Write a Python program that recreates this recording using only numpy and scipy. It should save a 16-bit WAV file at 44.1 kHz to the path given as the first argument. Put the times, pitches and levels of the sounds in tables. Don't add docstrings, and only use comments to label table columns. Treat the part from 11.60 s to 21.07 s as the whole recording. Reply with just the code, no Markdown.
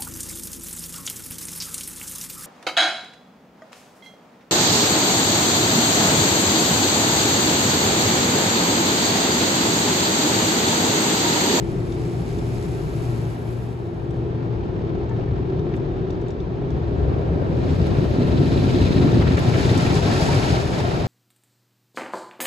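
import sys
import numpy as np
from scipy import signal
from scipy.fft import rfft, irfft, next_fast_len
from scipy.io import wavfile
from scipy.ndimage import map_coordinates

SR = 44100
rng = np.random.default_rng(int(sys.argv[2]) if len(sys.argv) > 2 else 0)


def wav_record(signal):
    frames = np.transpose(np.atleast_2d(signal))
    bounded = np.clip(frames, -1, 1)
    quanta = np.round(bounded * 32767).astype(np.int16)
    wavfile.write(sys.argv[1], SR, quanta)


N = 417627

# middle_s, half_length_s, rumble_dip_db, wash_dip_db
LULLS = [(1.7, 0.46, 1.5, -1.5), (2.198, 0.45, 3.5, 3.5), (4.815, 0.2, 1.5, 1.5)]
# pitch_hz, level_db
THUMP_TONE = [(30, -36), (70, -8), (100, -0.1), (125, 1.5), (165, -1.3), (210, -9), (255, -11.5),
              (300, -12), (400, -8.5), (480, -17), (1100, -40)]
# pitch_hz, level_db
RING_TONE = [(60, -38), (195, -9.5), (238, -3.5), (264, 1), (295, -9), (350, -3.5), (420, -21),
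             (520, -33.5), (900, -42.5)]
# pitch_hz, level_db
BOOM_TONE = [(10, -52.5), (22, -23), (38, -12), (50, -8.5), (66, 4.5), (90, 2.5), (130, -26.5),
             (300, -40.5)]


def amp(db):
    return 10 ** (np.asarray(db) / 20)


def unit(x):
    return x / np.sqrt(np.mean(x ** 2) + 1e-20)


def along(points, hz):
    pitches, values = np.transpose(points)
    return np.interp(np.log(hz + 1), np.log(pitches + 1), values)


def wobble(rate):
    points = rng.standard_normal(int(N * rate / SR) + 4)
    return map_coordinates(points, [np.arange(N) * rate / SR])


def turns(hz, drift_hz, rate):
    return 2 * np.pi * (np.cumsum(hz + drift_hz * wobble(rate)) / SR + rng.random())


def cycle(hz, drift_hz, rate):
    return np.sin(turns(hz, drift_hz, rate))


def passing(full_s, leave_s, rise_db_per_s, fall_db_per_s):
    t = np.arange(N) / SR
    return -rise_db_per_s * np.maximum(full_s - t, 0) - fall_db_per_s * np.maximum(t - leave_s, 0)


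def swell(middle_s, half_length_s):
    return np.exp(-((np.arange(N) / SR - middle_s) / half_length_s) ** 2)


def filtered(x, response):
    size = next_fast_len(N + SR // 2)
    return irfft(rfft(x, size) * response(np.fft.rfftfreq(size, 1 / SR)), size)[..., :N]


def body(x, tone, size=8192):
    hz = np.fft.rfftfreq(size, 1 / SR)
    gain = amp(along(tone, hz)) / np.maximum(1, hz / tone[-1][0]) ** 6
    cepstrum = irfft(np.log(gain + 1e-6))[:size // 2]
    cepstrum[1:] *= 2
    ring = irfft(np.exp(rfft(cepstrum, size)))
    return signal.fftconvolve(x, ring[None], axes=1)[:, :N]


def shaped(x, tone):
    return unit(body(x, tone))


def noise():
    return rng.standard_normal((2, N))


def impacts(rate, spread_db):
    hit = rng.random((2, N)) < rate / SR
    size = amp(spread_db * np.clip(rng.standard_normal((2, N)), -2.5, 2.5))
    return unit(hit * size * rng.choice([-1, 1], (2, N)))


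def plops(rate, hz, octaves, cycles, samples):
    count = int(rate * N / SR)
    when, side, pitch, strength = rng.random((count, 4)).T
    pitch_hz = hz * 2 ** (octaves * (2 * pitch[:, None] - 1))
    phase = pitch_hz * np.arange(samples) / SR
    rings = amp(12 * strength[:, None] ** 2) * np.sin(2 * np.pi * phase) * np.exp(-phase / cycles)
    start = (when * (N - samples)).astype(int) + N * (side > .5)
    places = start[:, None] + np.arange(samples)
    return unit(np.bincount(places.ravel(), rings.ravel(), 2 * N).reshape(2, N))


def struck(hits, notes):
    out, t = np.zeros((2, N + SR)), np.arange(SR // 5) / SR
    attack = 1 - np.exp(-t / .0005)
    for start_s, db, *_ in hits:
        for hz, note_db, fade_s in notes:
            phase = 2 * np.pi * (hz * rng.normal(1, .012) * t + rng.random((2, 1)))
            note = amp(db + note_db - 60 * t / fade_s) * attack * np.sin(phase)
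            out[:, round(start_s * SR):][:, :len(t)] += note
    return out[:, :N]


def splashes(hits, fade_s, tail, low, high):
    out, t = np.zeros((2, N + SR)), np.arange(SR // 10) / SR
    burst = (1 - np.exp(-t / .00043)) * (amp(-60 * t / fade_s) + tail * amp(-60 * t / .14))
    for start_s, db, hz in hits:
        band = signal.butter(3, [low * hz, min(high * hz, .45 * SR)], "band", fs=SR, output="sos")
        splash = signal.sosfilt(band, rng.standard_normal((2, len(t))) * burst)
        out[:, round(start_s * SR):][:, :len(t)] += amp(db) * splash / np.abs(splash).max()
    return out[:, :N]


def machinery():
    # pitch_hz, level_db
    rumble_tone = [(10, -49), (22, -28.5), (40, -8), (60, -3.5), (95, -7.5), (135, -1), (175, -5),
                   (220, -13.5), (290, -9.5), (410, -8), (490, -18.5), (900, -46)]
    # multiple_of_shaft_speed, level_db
    pump_notes = [(1, -20), (2, 1.5), (3, -14), (4, -14.5), (7, -16.5), (9, -33)]
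    # middle_s, lift_db
    surges = [(.5, 10), (.88, 8), (1.52, 12.5), (1.98, 9), (2.74, 12.5), (3.3, 3.5), (3.75, 7)]
    # pitch_hz, drift_hz, idle_db
    motors = [(340.4, 3.21, -43), (376, 2.17, -45.5), (406, 2.6, -49)]
    # middle_s, half_length_s, first_lift_db, second_lift_db, third_lift_db
    strains = [(.27, 0.49, 12.5, 9, -0.5), (1.2, 0.46, 7, -9, -6.5), (2.42, 0.26, 8.5, 3.5, 8),
               (2.76, 0.17, 0, -2, 10), (3.13, 0.41, 10.5, 3.5, 1), (3.72, 0.35, 0.5, 10, 7),
               (4.16, 0.27, 11, -2, -1.5), (4.3, 0.4, -0.5, 15, -0.5), (5.15, 0.67, 7.5, 6, 10.5)]
    lull_db = sum(db * swell(s, length) for s, length, db, _ in LULLS)
    pump_db = -39 + sum(db * swell(s, half_length_s=.24) for s, db in surges)
    load_dbs = sum(np.outer(dbs, swell(s, length)) for s, length, *dbs in strains)
    rumble = amp(-25 - lull_db) * shaped(noise(), rumble_tone)
    shaft = turns(hz=59.2, drift_hz=.7, rate=11)
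    pump = sum(amp(pump_db + db + 1.3 * wobble(12)) * unit(np.sin(k * shaft)) for k, db in pump_notes)
    hum = sum(amp(idle_db + load_db + 1.83 * wobble(16)) * unit(cycle(hz, drift_hz, rate=24))
              for (hz, drift_hz, idle_db), load_db in zip(motors, load_dbs))
    return rumble + (pump + hum) * np.array([[1], [0]])


def wash_and_side_brushes():
    # pitch_hz, level_db
    wash_tone = [(300, -29), (520, -3.5), (750, -3.5), (1000, -7.5), (1500, -15.5), (2000, -19.5),
                 (2500, -21), (3800, -25), (5500, -33), (8000, -48), (12000, -62), (15500, -83.5)]
    touch = np.maximum(amp(passing(3.07, 4.2, 12, 5.3)), .25)
    lull_db = sum(db * swell(s, length) for s, length, _, db in LULLS)
    flutter_db = touch * (.8 * cycle(7.5, 1.8, rate=3) + cycle(38, 3, rate=3) + .7 * wobble(60))
    water = noise() + .45 * impacts(1500, spread_db=5)
    wash = amp(-40 - lull_db + flutter_db) * shaped(water, wash_tone)
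    boom = amp(-39 + heave()) * shaped(impacts(180, spread_db=-1), BOOM_TONE)
    drum = amp(-28.5) * shaped(impacts(500, spread_db=2.5), THUMP_TONE)
    churn_db = -44 + passing(2.3, 6.2, 22, 7.3) + flutter_db
    churn = amp(churn_db) * plops(700, hz=664, octaves=.6, cycles=4.3, samples=750)
    return wash + churn + touch ** 2 * (boom + drum)


def spray():
    # pitch_hz, level_db
    jet_tone = [(600, -32), (1500, -18), (2000, -0.5), (2400, -2.5), (3300, -8), (4300, -5), (5300, -6.5),
                (7000, -9.5), (9500, -10), (12000, -22), (14000, -25.5), (16000, -39.5)]
    # pitch_hz, level_db
    glass_tone = [(1500, -33.5), (2050, -8), (2330, 2), (2480, -7.5), (2620, -6), (2900, -28.5)]
    # pitch_hz, level_db
    mist_tone = [(4000, -28), (6500, -8.5), (10500, 0), (12500, -1), (16000, -27)]
    # pitch_hz, level_db
    fizz_tone = [(2000, -25), (4800, -0.5), (6200, -4.5), (7500, -8.5), (9500, -11.5), (11500, -18.5),
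                 (13500, -26.5), (15500, -45)]
    splutter = amp(1.2 * wobble(25) + .4 * wobble(9))
    fat_drops = .25 * impacts(35, spread_db=4)
    fine_drops = impacts(1600, spread_db=4.5) + .9 * noise() + fat_drops
    jets = amp(-49.5 + passing(.33, 1.6, 13, 19)) * shaped(fine_drops, jet_tone)
    ring = amp(-56.5 + passing(0, -1, 0, 5)) * shaped(noise(), glass_tone)
    finest_drops = impacts(1500, spread_db=4.5) + .5 * noise()
    from_jets = amp(-58.5 + passing(1.3, 1.8, 7, 28))
    from_brush = amp(-65 + passing(6.4, 16, 20, 20))
    mist = (from_jets + from_brush) * shaped(finest_drops, mist_tone)
    flung_drops = impacts(1800, spread_db=3.5) + .65 * noise() + fat_drops
    fizz = amp(-37.5 + 1.3 * effort() - .45 * gaps()) * shaped(flung_drops, fizz_tone)
    return ring + splutter * (jets + mist + fizz)


def thuds():
    # start_s, thump_db, ring_db
    blows = [(0.131, -19, -42), (0.917, -19, -42), (1.209, -23, -43), (3.66, -21, -30), (3.718, -16.5, -26),
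             (4.483, -17.5, -29), (4.529, -20, -31), (5.434, -28.5, -35), (6.385, -8, -28),
             (6.585, -10, -14), (6.7, -15, -25.5), (6.815, -17, -10), (7.078, -11.5, -20),
             (7.144, -15.5, -10), (7.214, -11, -11), (7.307, -7.5, -23), (7.573, -18, -7),
             (7.615, -13.5, -23), (7.71, -10.5, -11), (7.982, -12, -25), (8.17, -14.5, -10),
             (8.547, -22, -20), (8.625, -10, -28)]
    out, click = np.zeros((2, N + SR)), np.eye(1, SR // 8)
    thump, ring = (body(click, tone)[0] for tone in (THUMP_TONE, RING_TONE))
    for start_s, thump_db, ring_db in blows:
        blow = amp(thump_db) * thump / np.abs(thump).max() + amp(ring_db) * ring / np.abs(ring).max()
        out[0, round(start_s * SR):][:len(blow)] += blow
    return out[:, :N]


def ticks():
    # start_s, level_db, pitch_hz
    drops = [(0.3217, -44, 4000), (0.7861, -41.5, 5600), (2.506, -52, 5860), (3.3503, -55, 3970),
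             (3.4944, -52, 4600), (3.9938, -47.5, 3840), (4.1375, -47, 3400), (4.154, -55, 7000),
             (4.1644, -51, 6030), (4.504, -43.5, 4170), (4.6134, -52, 5000), (4.682, -48, 5200),
             (4.7047, -46, 4570), (4.8015, -46, 3280), (5.1038, -48.5, 4520), (6.266, -46.5, 7440),
             (7.516, -37, 5570), (7.7707, -34, 4800), (7.79, -37.5, 7960), (8.176, -30, 6100)]
    # pitch_hz, level_db, fade_s
    glass_notes = [(3570, 0.5, .035), (5800, -6.5, 0.055)]
    return amp(5.5) * splashes(drops, fade_s=.024, tail=.2, low=.6, high=1.6) + struck(drops, glass_notes)


def heave():
    # middle_s, lift_db
    pushes = [(3.2, 9), (3.4, 5.5), (3.68, 9.5), (5.17, 7.5), (5.45, 6.5), (6.22, 4.5), (6.52, 1.5),
              (6.82, 1.5), (7.2, 6), (7.68, 11), (8.07, 5), (8.36, 9.5), (8.6, 8), (8.98, 11)]
    return sum(db * swell(s, half_length_s=.11) for s, db in pushes)


def conveyor():
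    # start_s, level_db
    clanks = [(3.494, -42), (3.512, -37.5), (3.676, -42)]
    # pitch_hz, level_db, fade_s
    steel_notes = [(746, -1, 0.17), (906, 4, 0.11), (1270, -4, 0.15), (1750, -5, .12), (2230, -12, .1)]
    return struck(clanks, steel_notes)


def slaps():
    # start_s, level_db, pitch_hz
    strips = [(3.512, -23.5, 900), (4.138, -26, 2000), (5.533, -30, 1000), (5.618, -27, 1000),
              (7.513, -36, 795), (8.501, -17, 900)]
    return amp(-6) * splashes(strips, fade_s=.048, tail=.25, low=.63, high=1.46)


def gaps():
    # middle_s, half_length_s, dip_db
    lift_offs = [(6.174, 0.012, 3.5), (6.487, 0.019, 2), (7.768, 0.0093, 4.5), (8.293, 0.0061, 2),
                 (8.411, 0.014, 7), (9.067, 0.062, 3.5)]
    return sum(db * swell(s, length) for s, length, db in lift_offs)


def contact():
    touch_s, settle_s = 4.84, .61
    return np.clip((np.arange(N) / SR - touch_s) / settle_s, 0, 1) * amp(-gaps())


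def brush_on_bonnet():
    # middle_s, half_length_s, lift_db
    centre_hits = [(6.06, 0.032, 10), (6.291, 0.12, 6.5), (6.44, 0.024, 8.5), (6.611, .035, 8.5),
                   (6.8, 0.083, 11.5), (6.969, 0.053, 7.5), (7.185, 0.046, 4.5), (7.283, 0.034, 5.5),
                   (7.442, 0.096, 11.5), (7.562, 0.071, 3.5), (8.15, 0.071, 2), (8.513, 0.054, 6),
                   (8.678, 0.083, 4), (8.884, .08, 8)]
    centre_db = sum(db * swell(s, length) for s, length, db in centre_hits)
    near_db, heave_db = passing(7.03, 8.12, 4.7, 4.6), heave()
    boom_db = -26 + passing(6.5, 6.9, 1.8, 5.1) + heave_db
    boom = amp(boom_db) * shaped(impacts(400, spread_db=2), BOOM_TONE)
    drum_db = -18 + near_db + .11 * heave_db + .1 * centre_db
    drum = amp(drum_db) * shaped(impacts(700, spread_db=3.5), THUMP_TONE)
    ring = amp(-28 + near_db + centre_db) * shaped(impacts(400, spread_db=5.5), RING_TONE)
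    scuff_db = -33 + passing(5.6, 5.9, 8.8, 3)
    scuff = amp(scuff_db) * plops(300, hz=484.5, octaves=.35, cycles=5.5, samples=2048)
    return contact() * (boom + drum + ring + scuff)


def effort():
    # time_s, effort_db
    sweep = [(5.8, -71.5), (6.11, -56), (6.52, -56.5), (7.22, -48.5), (7.47, -50.5), (7.74, -49.5),
             (8.0, -44), (8.6, -41.5), (8.92, -42.5), (9.47, -51)]
    time_s, effort_db = np.transpose(sweep)
    sweep_db = np.interp(np.arange(N) / SR, time_s, effort_db)
    return sweep_db - sweep_db.max()


def brush_on_windscreen():
    # pitch_hz, level_db
    rub_tone = [(250, -25.5), (430, -2.5), (600, 2), (760, -2.5), (950, -4.5), (1300, -11), (2800, -26.5)]
    # pitch_hz, level_db
    swish_tone = [(700, -38.5), (1300, 0.1), (1700, -3.5), (2100, -4), (2500, -3), (3200, -5), (4100, -5),
                  (5000, -7), (6500, -17), (9000, -23), (16000, -48)]
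    # pitch_hz, level_db
    tip_tone = [(1500, -33), (2350, -1), (3100, -4), (3600, -2), (4000, 5), (4400, -4), (5500, -18)]
    rows = cycle(hz=18.5, drift_hz=1.4, rate=6.2)
    slap_db = 1.25 * rows + .65 * wobble(60) + .2 * wobble(12)
    rub_db = -28 + passing(8.63, 8.8, 3.33, 3.5) + .47 * rows + 1.2 * wobble(35)
    rub = amp(rub_db) * shaped(impacts(2500, spread_db=.5), rub_tone)
    hollow_db = -29.5 + passing(8.45, 8.25, 17, 6.1)
    hollow = amp(hollow_db) * plops(130, hz=813, octaves=.452, cycles=15, samples=2048)
    swish = shaped(impacts(5000, spread_db=2.5) + noise(), swish_tone)
    splash = amp(-6) * plops(800, hz=2913, octaves=.753, cycles=12, samples=900)
    flick = amp(-12.5) + amp(-7 + passing(7.1, 7.33, 14, 23))
    tips = flick * shaped(impacts(260, spread_db=2.8), tip_tone)
    sweep_db = -32.5 + .78 * effort() + slap_db
    return contact() * (rub + hollow + amp(sweep_db) * (swish + splash + tips))


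def smacks():
    # middle_s, level_db
    landings = [(7.162, -44.5), (7.622, -33.5), (7.675, -32), (7.716, -34), (7.78, -30.5), (7.952, -29.5),
                (7.997, -30.5), (8.27, -36), (8.56, -38), (8.66, -40)]
    loudness = sum(amp(db) * swell(s, half_length_s=.015) for s, db in landings)
    return loudness * plops(4000, hz=1920, octaves=.8, cycles=7.4, samples=300)


def scene():
    # pitch_hz, width_hz, lift_db
    resonances = [(721, 80, 3), (909, 28, 0.5), (1343, 89, 5), (1606, 170, 4), (1830, 100, 3),
                  (2264, 61, 3), (2410, 44, 3.5), (2625, 68, 2), (3040, 300, 0.4), (3690, 110, 2.5)]
    # pitch_hz, likeness (1 or more means the same)
    likeness = [(60, 1.2), (150, 0.8), (380, 0.64), (600, 0.38), (900, 0), (1400, 0.5), (2000, 0),
                (2600, 0.37), (4100, 0.53), (5400, 0), (6700, .92), (12000, 9)]

    def cabin(hz):
        lift_db = sum(db / (1 + (2 * (hz - centre) / width) ** 2) for centre, width, db in resonances)
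        angle = np.arccos(np.clip(along(likeness, hz), 0, 1)) / 2
        return amp(lift_db - 1.02) * np.array([np.cos(angle), np.sin(angle)])

    mix = machinery() + conveyor() + wash_and_side_brushes() + spray()
    mix = mix + brush_on_bonnet() + brush_on_windscreen() + smacks() + thuds() + ticks() + slaps()
    shared, apart = filtered(mix, cabin)
    return np.array([shared + apart, shared - apart])


def record(dry):
    # pitch_hz, left_minus_right_db
    balance = [(30, 1.8), (110, 3.4), (260, 0.42), (500, 2.5), (1500, 0.83), (8000, 0.068)]
    # pitch_hz, lead_radians
    lead = [(100, 0), (650, -.5), (1150, -3), (1700, -2.9), (2350, 0), (2700, .7), (3600, 0), (4500, 0),
            (5400, -3.1), (6200, -6), (7400, -6.4), (8700, -9.1), (9500, -9.7), (10400, -12.2),
            (11700, -12.9), (12700, -15.4), (13700, -16), (14700, -18.8)]
    top_hz = 15700
    half = np.array([[.5], [-.5]])
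    return filtered(dry, lambda hz: amp(half * along(balance, hz))
                    * np.exp(1j * half * along(lead, hz)) * (hz < top_hz))


dry = scene()
out = record(dry)
wav_record(out)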